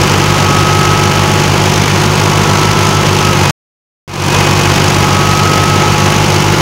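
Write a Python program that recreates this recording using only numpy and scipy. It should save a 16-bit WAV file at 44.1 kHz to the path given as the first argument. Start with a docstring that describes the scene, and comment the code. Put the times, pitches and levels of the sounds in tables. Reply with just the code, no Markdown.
"""Exhaust beats throb against a thresher's drum: a three-cylinder diesel tractor drives it by a belt,
a couple of metres from the microphone in an open field. Gears whine, knocks repeat with every engine cycle,
air and straw roar, gas hisses. Each sheaf drags the speed down; panels sing as it creeps back through
their resonances. The microphone turns aside and back; later the sound cuts off once and fades in again."""
import sys
import numpy as np
from scipy import signal
from scipy.fft import rfft, irfft
from scipy.io import wavfile
from scipy.ndimage import uniform_filter1d

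SR = 44100
rng = np.random.default_rng(int(sys.argv[2]) if len(sys.argv) > 2 else 0)


def log_audio(samples):
    """Write samples as a 16-bit WAV file to the path given in sys.argv[1]."""
    # one column per channel
    frames = np.atleast_2d(samples).T
    # limit to full scale, then quantise
    limited = np.clip(frames, -1, 1)
    pcm = np.round(limited * 32767).astype(np.int16)
    wavfile.write(sys.argv[1], SR, pcm)


N = 291492
TIME = np.arange(N) / SR


def undb(db):
    """Decibels to gain."""
    return 10 ** (np.asarray(db) / 20)


def level(x, db):
    """Scale to an rms level."""
    return x * undb(db) / np.sqrt(np.mean(x ** 2))


def walk(rate_hz):
    """Random levels held 1 / rate_hz seconds and smoothed twice; spread near 1."""
    hold = max(int(SR / rate_hz), 1)
    steps = np.repeat(rng.standard_normal(N // hold + 1), hold)
    return uniform_filter1d(uniform_filter1d(steps, hold), hold)[:N]


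def ease(start_s, length_s):
    """Smooth rise from 0 to 1."""
    return np.sin(np.pi / 2 * np.clip((TIME - start_s) / length_s, 0, 1)) ** 2


def colour(x, points, size=8192):
    """Minimum-phase filter through (frequency_hz, gain_db) points."""
    hz, db = np.transpose(points)
    grid_hz = np.maximum(np.arange(size // 2 + 1) * SR / size, 1)
    response = undb(np.interp(np.log(grid_hz), np.log(hz), db))
    cepstrum = irfft(np.log(response))
    cepstrum[1:size // 2] *= 2
    cepstrum[size // 2 + 1:] = 0
    return signal.fftconvolve(x, irfft(np.exp(rfft(cepstrum))))[:N]


def ring(x, modes):
    """Sum of (pitch_hz, width_hz, level_db) resonances; each filters twice, for steep skirts."""
    out = 0
    for hz, width, db in modes:
        b, a = signal.iirpeak(hz, hz / (width * np.sqrt(2)), SR)
        out = out + level(signal.lfilter(b, a, signal.lfilter(b, a, x)), db)
    return out


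def pulses(turns):
    """One click at each whole turn."""
    return 1. * (np.diff(np.floor(turns), prepend=np.floor(turns[0])) == 1)


def beats(turns, harmonics_db):
    """One smooth pressure pulse per turn, with the given harmonic levels."""
    harmonics = (undb(db) * np.cos(2 * np.pi * k * turns) for k, db in enumerate(harmonics_db, 1))
    return -np.sqrt(2) * sum(harmonics)


FREE_FIRING_HZ, BITE_S = 51.369, .945  # speed with an empty drum; time to draw a sheaf in
# Sheaves fed to the drum, the first already in as we start listening: start_s, speed_lost_hz
SHEAVES = [(-2.048, 3.851), (2.8, 3.57)]

def engine_speed(recover_s=3.718):
    """Firings per second: each sheaf drags the engine down, and it slowly pulls the drum back up."""
    sag_hz = sum(lost_hz * ease(start, BITE_S) * np.exp(-((TIME - start) / recover_s) ** 2)
                 for start, lost_hz in SHEAVES)
    return FREE_FIRING_HZ - sag_hz


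def straw_load(hold_s=1.73, clear_s=1.0):
    """How full the drum is (0-1): a sheaf is drawn in, threshed and blown out."""
    return sum(ease(start, BITE_S) - ease(start + hold_s, clear_s) for start, _ in SHEAVES)


def in_tune(firing_hz, pitch_hz):
    """1 when a harmonic of the firings sits on a resonance, -1 when it lies midway between two."""
    return np.cos(2 * np.pi * pitch_hz / firing_hz)


# The exhaust stack from a couple of metres, harmonics 1, 2, ...: level_db
EXHAUST_HARMONICS = [-31, -17, -16, -24, -38, -32, -30, -36.5]

def exhaust(firings, scatter_db=.5, stagger_turns=.0051, lag_turns=.87):
    """The stack beats once per firing, each beat a little different in size and timing."""
    turns = firings - lag_turns + stagger_turns * walk(49)
    return beats(turns, EXHAUST_HARMONICS) * undb(scatter_db * walk(49))


# Thresher drum, chaff blower and radiator fan across the open ground, harmonics 1, 2, ...: level_db
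DRUM_HARMONICS = [-66, -35.5, -36.5, -24, -36.5, -26, -41.5, -38.5]
BLOWER_HARMONICS = [-37.5, -30.5]
FAN_HARMONICS = [-25.5, -34.5]

def rotors(firings, drum_ratio=.9324, blower_ratio=2.218, fan_ratio=3.8375, slip_turns=.022):
    """Drum, blower and fan follow the engine through their belts; ratios are blade passes per firing."""
    # the drum's beaters alternate strong and weak, so its pattern spans two passes
    drum = beats((drum_ratio * firings - .86) / 2, DRUM_HARMONICS)
    blower = beats(blower_ratio * firings + slip_turns * walk(5.6), BLOWER_HARMONICS)
    fan = beats(fan_ratio * firings + slip_turns * walk(2.8), FAN_HARMONICS)
    return drum + blower + fan


# Resonances of the tractor's gear case: pitch_hz, width_hz, level_db
GEAR_CASE_MODES = [(1278, 16, -24), (1314, 12, -32), (2505, 22, -34)]

def gears(firings, main_ratio=26, pump_ratio=22 / 3, hum_db=-26.5, waver_db=1.05):
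    """The main gear whines through its case, the pump gear hums; ratios are tooth passes per firing."""
    mesh = beats(main_ratio * firings, [0, 0])  # two equal harmonics
    whine = ring(mesh, GEAR_CASE_MODES) * undb(waver_db * walk(25))
    hum = beats(pump_ratio * firings, [hum_db]) * undb(waver_db * walk(22))
    return whine + hum


# Resonances of the bonnet panels: pitch_hz, width_hz, level_db
BONNET_MODES = [(958, 16, -35), (1010, 13, -31)]

def bonnet(firings, waver_db=1):
    """Every firing shakes the bonnet, which sings when an engine harmonic slides into a resonance."""
    return ring(pulses(firings), BONNET_MODES) * undb(waver_db * walk(12))


# Resonances of the engine block and pipes: pitch_hz, width_hz, level_db
BLOCK_MODES = [(345, 24, -31.5), (462, 14, -34.5), (500, 14, -33), (718, 35, -33), (1125, 6, -29),
               (1225, 30, -35), (1420, 14, -35), (1625, 60, -34), (2670, 50, -35), (3000, 60, -34)]
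# The injection pump's ring, before its swell: pitch_hz, width_hz, level_db
PUMP_MODES = [(846, 18, -23.5)]

def block_and_pump(firings, accent_db=1.5, tune_hz=841, swing_db=2.2):
    """One hard stroke per cycle rings block and pump; every injection also taps the pump lightly."""
    strokes = pulses(firings / 3 - 1 / 4) * undb(accent_db * walk(30))
    injections = strokes + .084 * pulses(firings - 3 / 4) * undb(accent_db * walk(30))
    swell_db = -.8 + swing_db * in_tune(engine_speed(), tune_hz)
    return ring(strokes, BLOCK_MODES) + ring(injections, PUMP_MODES) * undb(swell_db)


# Tone of the engine's knocks at the microphone: frequency_hz, gain_db
KNOCK_SPECTRUM = [(50, -22), (110, -1.5), (180, -2), (235, -7), (310, 2), (420, -6), (610, -7.5), (900, -2),
                  (1100, -9), (1330, -7), (1550, -14), (2900, -12.5), (3700, -24), (6500, -22.5),
                  (9000, -36.5)]

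def clatter(firings, count=36, spread_db=4, scatter_db=1.5, jitter_firings=.00099, tail_s=.00067, db=-17):
    """Valves, injectors and gears knock at the same crank angles in every cycle of three firings."""
    knocks = np.zeros(N)
    for angle, size in zip(rng.random(count), rng.standard_normal(count)):
        at = np.flatnonzero(pulses(firings / 3 - angle))
        late, weakness = rng.standard_normal((len(at), 2)).T
        delay = np.round(late * jitter_firings * SR / FREE_FIRING_HZ).astype(int)
        at = np.clip(at + delay, 0, N - 1)
        knocks[at] += rng.choice([-1, 1]) * undb(spread_db * size - scatter_db * weakness)
    # the casting smears each knock over a few milliseconds
    tail = rng.standard_normal(SR // 20) * np.exp(-TIME[:SR // 20] / tail_s)
    smear = undb(-2) * signal.fftconvolve(knocks, tail / np.linalg.norm(tail))[:N]
    return level(colour(knocks + smear, KNOCK_SPECTRUM), db)


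# Tone of the roar, with the recorder's treble drop near 6.6 kHz: frequency_hz, gain_db
ROAR_SPECTRUM = [(20, -15.5), (70, -6.5), (120, 0.5), (190, 1.5), (290, 3.5), (400, 2.5), (600, -0.7),
                 (950, 1.5), (1300, -1.5), (1550, -4), (3000, -4.5), (3700, -9.5), (6550, -11),
                 (6750, -13.5), (8000, -25.5), (15500, -31)]

def roar(flicker_db=1.4, db=-15):
    """Air and straw tear through the fans and the drum without a pause."""
    turbulence = rng.standard_normal(N) * undb(flicker_db * walk(150))
    return level(colour(turbulence, ROAR_SPECTRUM), db)


def howl(firing_hz, pitch_hz=960, width_hz=170, tune_hz=963, swing_db=4.5, flicker_db=2, base_db=-28):
    """Air and straw sound the drum housing's broad resonance; it swells as a firing harmonic meets it."""
    housing = ring(rng.standard_normal(N), [(pitch_hz, width_hz, base_db)])
    return housing * undb(flicker_db * walk(24) + swing_db * in_tune(firing_hz, tune_hz))


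# Gas bursts of the three cylinders and one lesser puff: centre_firings, width_firings, gain_db
GAS_BURSTS = [(.76, 0.2, 0.4), (1.7, .24, -0.7), (2.3, 0.092, -6), (2.76, .22, 0.5)]
# Tone of the hiss, with the recorder's treble drop near 6.6 kHz: frequency_hz, gain_db
GAS_SPECTRUM = [(60, -21.5), (200, 0.5), (350, 8), (600, 1.5), (1500, -1), (3000, -1), (3700, -3.5),
                (5300, -2.5), (6550, -1.5), (6750, -6), (7800, -10.5), (9700, -12), (11000, -16.5),
                (15500, -22.5)]

def gas_rush(firings, scatter_db=.6, spurts_per_s=1600, spurt_s=.0016, spurt_db=3, base_db=-19):
    """Turbulent gas hisses in bursts locked to the engine cycle, quick to open and slower to die."""
    gate = 0
    for centre, width, burst_db in GAS_BURSTS:
        from_centre = (firings - centre + 1.5) % 3 - 1.5
        side_width = width * np.where(from_centre < 0, .76, 1)
        gate = gate + undb(burst_db) * np.exp(-.5 * (from_centre / side_width) ** 2)
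    # each burst is made of tiny spurts that start abruptly and die away
    spurts = (rng.random(N) < spurts_per_s / SR) * undb(spurt_db * rng.standard_normal(N)) ** 2
    sputter = np.sqrt(signal.lfilter([1], [1, -np.exp(-1 / (spurt_s * SR))], spurts))
    gas = gate * undb(scatter_db * walk(60)) * sputter * rng.standard_normal(N)
    return level(colour(gas, GAS_SPECTRUM), base_db)


def microphone_turn(away_s=1.2, back_s=3.1, turn_s=.45):
    """0 with the microphone facing the engine, 1 while it points aside."""
    return ease(away_s, turn_s) - ease(back_s, turn_s)


CUT_S, RESUME_S = 3.509, 4.078  # the silent gap


def scene(load_hiss_db=2, aside_hiss_db=.9, aside_knock_db=-2):
    """One crankshaft drives everything; the straw in the drum sets its speed and effort."""
    firing_hz = engine_speed()
    firings = np.cumsum(firing_hz) / SR
    resume = int(RESUME_S * SR)
    firings[resume:] -= firings[resume] + 1 / 7  # after the gap the crank is just short of a new cycle
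    aside = microphone_turn()
    throb = exhaust(firings) + rotors(firings)
    singing = gears(firings) + bonnet(firings) + block_and_pump(firings)
    knocks = clatter(firings) * undb(aside_knock_db * aside)
    air = roar() + howl(firing_hz)
    hiss = gas_rush(firings) * undb(load_hiss_db * straw_load() + aside_hiss_db * aside)
    return (throb + singing + knocks + air + hiss)[None]


def record(dry, knee=8, fade_s=.26, fade_from=.12, top_hz=15700):
    """Peaks are squashed at full scale; a hard cut to silence, a short fade in, and a steep low-pass."""
    squashed = dry / (1 + np.abs(dry) ** knee) ** (1 / knee)
    rise = np.clip((TIME - RESUME_S) / fade_s, 0, 1) ** 1.18
    fader = (TIME < CUT_S) + (TIME >= RESUME_S) * (fade_from + (1 - fade_from) * rise)
    lowpass = signal.ellip(10, .1, 80, top_hz, fs=SR, output="sos")
    return signal.sosfilt(lowpass, squashed * fader)


dry = scene()
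out = record(dry)
log_audio(out)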